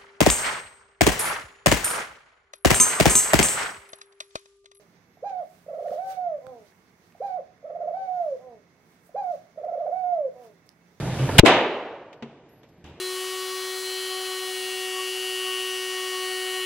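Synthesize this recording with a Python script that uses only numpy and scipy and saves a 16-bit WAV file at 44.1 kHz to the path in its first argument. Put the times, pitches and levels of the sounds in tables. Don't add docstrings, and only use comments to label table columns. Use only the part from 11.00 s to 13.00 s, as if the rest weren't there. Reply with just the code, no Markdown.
import sys
import numpy as np
from scipy import signal
from scipy.io import wavfile

SR = 44100
rng = np.random.default_rng(int(sys.argv[2]) if len(sys.argv) > 2 else 0)


def gain_from_decibels(decibels):
    exponent = np.asarray(decibels, float) / 20
    return 10 ** exponent


def pcm_store(signal):
    levels = np.round(np.clip(np.atleast_2d(signal), -1, 1) * 32767)
    wavfile.write(sys.argv[1], SR, levels.astype(np.int16).T)


N = 88200
T = np.arange(N) / SR
SHOT_S, PUSH_DELAY_S, SUCTION_S = 0.3822, 0.0092, 0.0026


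def rms_one(x):
    return x / np.sqrt(np.mean(x ** 2) + 1e-20)


def at_hz(points, hz):
    table_hz, values = np.array(points)[:, :2].T
    return np.interp(np.log(hz), np.log(table_hz), values)


def in_time(rows, t):
    s, *columns = np.transpose(rows)
    return np.array([np.interp(t, s, c) for c in columns])


def drift(rate_hz):
    hop, settle = 40, 2000
    r = np.exp(-2 * np.pi * rate_hz * hop / SR)
    noise = rng.standard_normal(N // hop + 2 + settle)
    slow = rms_one(signal.lfilter([1], [1, -2 * r, r * r], noise)[settle:])
    return np.interp(np.arange(N) / hop, np.arange(len(slow)), slow)


def resonance(x, hz, width_hz):
    r = np.exp(-np.pi * width_hz / SR)
    b = (1 - r * r) / 2
    return signal.lfilter([b, 0, -b], [1, -2 * r * np.cos(2 * np.pi * hz / SR), r * r], x)


def struck(hits, modes):
    out = np.zeros(N)
    spread_db = rng.normal(0, 1.3, (len(hits), len(modes)))
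    for (start_s, hit_db), row in zip(hits, spread_db):
        t = np.maximum(T - start_s, 0)
        attack = np.minimum(t / 0.0017, 1)
        for (hz, mode_db, t60_s), extra_db in zip(modes, row):
            decay = gain_from_decibels(hit_db + mode_db + extra_db - 60 * t / t60_s)
            out += decay * np.sin(2 * np.pi * hz * t) * attack
    return out


def banded_noise(spectrum, likeness, envelope):
    settle = 4000
    edges_hz = 30 * 2 ** np.arange(0, 9.3, 1 / 3)
    white = rng.standard_normal((2, 2, N + settle))
    out, power = 0, 0
    for k, (low, high) in enumerate(zip(edges_hz, edges_hz[1:])):
        band = signal.butter(2, [low, high], "band", fs=SR, output="sos")
        mid, side = signal.sosfilt(band, white[k % 2])[:, settle:]
        hz = np.sqrt(low * high)
        alike = np.clip(at_hz(likeness, hz), -1, 1)
        gain = gain_from_decibels(at_hz(spectrum, hz))
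        power += gain ** 2 * (high - low) * 4.4 / SR
        stereo = np.sqrt(1 + alike) * mid + np.sqrt(1 - alike) * side * [[1], [-1]]
        out = out + gain * envelope(hz) * stereo
    return out / np.sqrt(power)


def ventilation():
    # pitch_hz, level_db_per_hz
    air_spectrum = [(18, -48), (30, -15.5), (146, -3), (207, -14), (301, -10), (333, -14), (655, -19),
                    (761, -15.5), (1170, -29), (1620, -25), (12000, -45), (15600, -75), (22000, -120)]
    # pitch_hz, left_right_likeness
    air_likeness = [(60, 1.0), (150, 1.0), (380, 1.0), (950, 0.97), (2380, 0.84), (5980, -0.62),
                    (15000, -0.74)]
    # time_s, level_db
    air_swell = [(0, 0.5), (.17, 1.5), (.215, 2.5), (.27, 2.5), (.38, 5), (1.3, 0.6), (1.6, 3.5), (2, 6)]
    duct_swell = [(0, -6.5), (.18, 6.5), (.21, 15), (.25, 10), (.275, 0), (.33, 1.5), (.38, -5.5), (2, 1.6)]
    air_db, duct_db, duct_hz, duct_width_hz = -28.5, -34.5, 135.8, 28
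    air = banded_noise(air_spectrum, air_likeness, lambda hz: gain_from_decibels(1.8 * drift(4)))
    drone = resonance(rng.standard_normal(N), duct_hz, duct_width_hz)
    drone = rms_one(resonance(drone, duct_hz, duct_width_hz))
    return gain_from_decibels(air_db + in_time(air_swell, T)) * air + gain_from_decibels(duct_db + in_time(duct_swell, T)) * drone


def far_bang():
    # start_s, level_db
    thump = [(1.84, -15)]
    # pitch_hz, level_db, t60_s
    wall_modes = [(78.4, 0.73, 0.55), (144, -1.5, 0.31)]
    return struck(thump, wall_modes)


def light_taps():
    # start_s, level_db
    tap_hits = [(.289, -21), (.299, -25)]
    # pitch_hz, level_db, t60_s
    tap_modes = [(900, 3.5, 0.034), (1750, -5, 0.059), (270, -2.5, 0.2)]
    return struck(tap_hits, tap_modes)


def bench_knock():
    # start_s, level_db
    knock_hits = [(1.2245, -5.5)]
    # pitch_hz, level_db, t60_s
    bench_modes = [(229, 4, 0.19), (140, -1, 0.46), (427, -14, 0.15), (615, -31, 0.045), (780, -10, .08)]
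    return struck(knock_hits, bench_modes) * gain_from_decibels([[1.5], [-1.5]])


def spent_case():
    # start_s, level_db
    bounces = [(1.131, -42), (1.49, -24), (1.55, -38), (1.69, -37.5), (1.805, -46), (1.843, -41.5)]
    # pitch_hz, level_db, t60_s
    case_modes = [(11430, 6.5, 0.42), (11450, -1.5, 0.51), (5140, -8, 0.051), (5500, -9, 0.057),
                  (6800, -6, .03), (12300, -8, .04)]
    roll_db, roll_hz = 3, 25
    return struck(bounces, case_modes) * gain_from_decibels(roll_db * drift(roll_hz) + [[1.2], [-1.2]])


def hall_envelope(hz):
    # pitch_hz, t60_s
    hall_t60 = [(50, .5), (120, 0.8), (250, 0.87), (500, 1.34), (1500, 1.165), (3300, 0.87), (4300, 0.56),
                (6500, .5), (9000, .3), (12000, 0.15)]
    # start_s, level_db at 1 kHz, tilt_db_per_octave, share of the hall's t60
    stirs = [(.188, -29.5, -2.5, 0.42), (0.291, -18, -4.5, 0.028), (1.129, -14, 2, 0.082),
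             (1.224, -2.5, -0.9, 0.11), (1.248, -18.5, -2, 1.4), (1.488, -44, 3, .12),
             (1.632, -19, 1, 0.12), (1.689, -48, 10.5, .12), (1.8417, -21.5, 6, .06),
             (1.847, -15.5, 0, 1.2), (1.861, -30, 7, 0.16), (1.974, -23, -2, 0.28)]
    shot_db, build_s, build_cycles = 20.5, 0.016, 9.0
    stir_t60_floor_s = 0.8
    t60_s, t = at_hz(hall_t60, hz), np.maximum(T - SHOT_S, 0)
    build = 1 - np.exp(-(t / (build_s + build_cycles / hz)) ** 2)
    power = (gain_from_decibels(shot_db - 60 * t / t60_s) * build) ** 2
    for start_s, level_db, tilt_db, share in stirs:
        t = np.maximum(T - start_s, 0)
        stir_t60_s = share * max(t60_s, stir_t60_floor_s)
        decay = gain_from_decibels(level_db + tilt_db * np.log2(hz / 1000) - 60 * t / stir_t60_s)
        power += (decay * np.minimum(t * hz, 1)) ** 2
    return np.sqrt(power) * gain_from_decibels(0.4 * drift(36))


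def hall():
    # pitch_hz, level_db_per_hz
    hall_spectrum = [(40, -19.5), (100, -13), (340, -3), (830, -4.5), (1210, -12), (1870, -11.5),
                     (3200, -8.5), (4000, -20), (5300, -22), (7000, -27.5), (9000, -32), (12000, -40),
                     (14000, -55)]
    # pitch_hz, left_right_likeness
    hall_likeness = [(60, 1), (700, 1), (1300, .91), (2400, 0.72), (4400, -0.48), (6000, .1), (8100, -.35),
                     (15000, -0.53)]
    return banded_noise(hall_spectrum, hall_likeness, hall_envelope)


def booth_boom():
    # pitch_hz, level_db, t60_s
    booth_modes = [(379.4, 2, .3), (302, -2.5, .25), (95, -7, 0.15)]
    boom_db, start_s = 8.5, SHOT_S + PUSH_DELAY_S + SUCTION_S
    return np.array([struck([(start_s + lag_s, boom_db)], booth_modes) for lag_s in (0, 0.0007)])


def muzzle_crack():
    # pitch_hz, width_hz, level_db, rise_s
    crack_rings = [(3000, 1500, -1, .0015), (1601, 1300, 7, .008), (8600, 2500, -10, 0.00027),
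                   (11260, 2000, -13.5, 0.00022), (14300, 4000, -17.5, .006), (6140, 2800, -11, 0.011)]
    crack_db, t60_s = -5.5, 0.032
    t, noise = np.maximum(T - SHOT_S, 0), rng.standard_normal((2, N))
    ring = 0
    for hz, width_hz, level_db, rise_s in crack_rings:
        tone = rms_one(resonance(resonance(noise, hz, width_hz), hz, width_hz))
        ring = ring + gain_from_decibels(level_db) * tone * np.minimum(t / rise_s, 1) ** 2
    return gain_from_decibels(crack_db - 60 * t / t60_s) * ring


def pressure_wave():
    push_s, push_db, rebound_s, rebound_db = 0.003, 11, 0.006, 19
    t = np.maximum(T - SHOT_S, 0) - PUSH_DELAY_S
    suction = np.sin(np.pi * np.clip(t / SUCTION_S, 0, 1))
    push = np.abs(np.sin(np.pi * np.clip((t - SUCTION_S) / push_s, 0, 1))) ** 1.2
    late = np.maximum(t - SUCTION_S - push_s, 0) / rebound_s
    return gain_from_decibels(push_db) * (push - suction) - gain_from_decibels(rebound_db) * late * np.exp(-late)


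def scene():
    noise_cut = signal.butter(10, 12600, fs=SR, output="sos")
    noise = signal.sosfilt(noise_cut, ventilation() + hall())
    small = far_bang() + light_taps() + bench_knock() + spent_case()
    return noise + small + booth_boom() + muzzle_crack() + pressure_wave()


def low_pass(x):
    return signal.sosfilt(signal.butter(12, 20000, fs=SR, output="sos"), x)


def record(dry):
    # time since overload_s, left_db, right_db
    deep_gain = [(0, -1.5, -1.5), (0.0163, 4.5, 1.5), (0.0142, -30.5, -27.5), (.034, -62, -63.5),
                 (0.0435, -70.5, -70.5), (0.0428, -43.5, -40.5), (0.049, -43.5, -51.5), (.053, -11.5, -9.5),
                 (0.065, -25, -21.5), (.2, -24, -24.5), (.215, -31.5, -32), (.45, -34, -36),
                 (.8, -38.5, -35.5), (1.6, -30, -30.5)]
    low_gain = [(0, -3.5, 0.5), (.0145, -6.5, -10), (.0155, -31.5, -27), (.034, -63.5, -62),
                (.0425, -72, -73), (.0432, -41, -40), (.051, -42.5, -42), (.053, -12, -22),
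                (.064, -19, -38), (.079, -26, -36.5), (.082, -27, -27.5), (.3, -27.5, -27),
                (1.6, -28, -26.5)]
    mid_gain = [(0, -1.5, -0.5), (.0145, 2, -3.5), (.0155, -29, -26), (.034, -62, -57.5),
                (.045, -64.5, -69), (.062, -55, -54.5), (.072, -30, -66), (.079, -33.5, -14.5),
                (0.083, -25, -24.5), (0.298, -31, -30.5), (1.6, -34, -33.5)]
    top_gain = [(0, 4, 3), (.0145, 0.5, 0), (.0155, -28, -26.5), (.034, -67.5, -66.5), (.06, -73.5, -69),
                (.066, -34.5, -41.5), (.078, -12, -13.5), (.082, -13, -14), (.13, -29, -27),
                (.3, -54, -61.5), (.7, -50.5, -46), (1.6, -38, -42)]
    overload_step, splits_hz = 0.1, (190, 520, 7800)
    rumble_cut_hz, treble_cut_hz = 22, 17000
    steep = np.abs(np.diff(dry)).max(axis=0) > overload_step
    since_s = T - np.argmax(steep) / SR
    deep, low, mid = [signal.sosfiltfilt(signal.butter(4, hz, fs=SR, output="sos"), dry) for hz in splits_hz]
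    bands = [(deep, deep_gain), (low - deep, low_gain), (mid - low, mid_gain), (dry - mid, top_gain)]
    x = sum(band * gain_from_decibels(in_time(gain, since_s)) for band, gain in bands)
    x = signal.sosfilt(signal.butter(1, rumble_cut_hz, "high", fs=SR, output="sos"), x)
    x = np.sqrt(np.tanh(x ** 2)) * np.sign(x)
    x = signal.sosfilt(signal.butter(3, treble_cut_hz, fs=SR, output="sos"), x)
    return low_pass(np.clip(x, -1, 1))


dry = scene()
out = record(dry)
pcm_store(out)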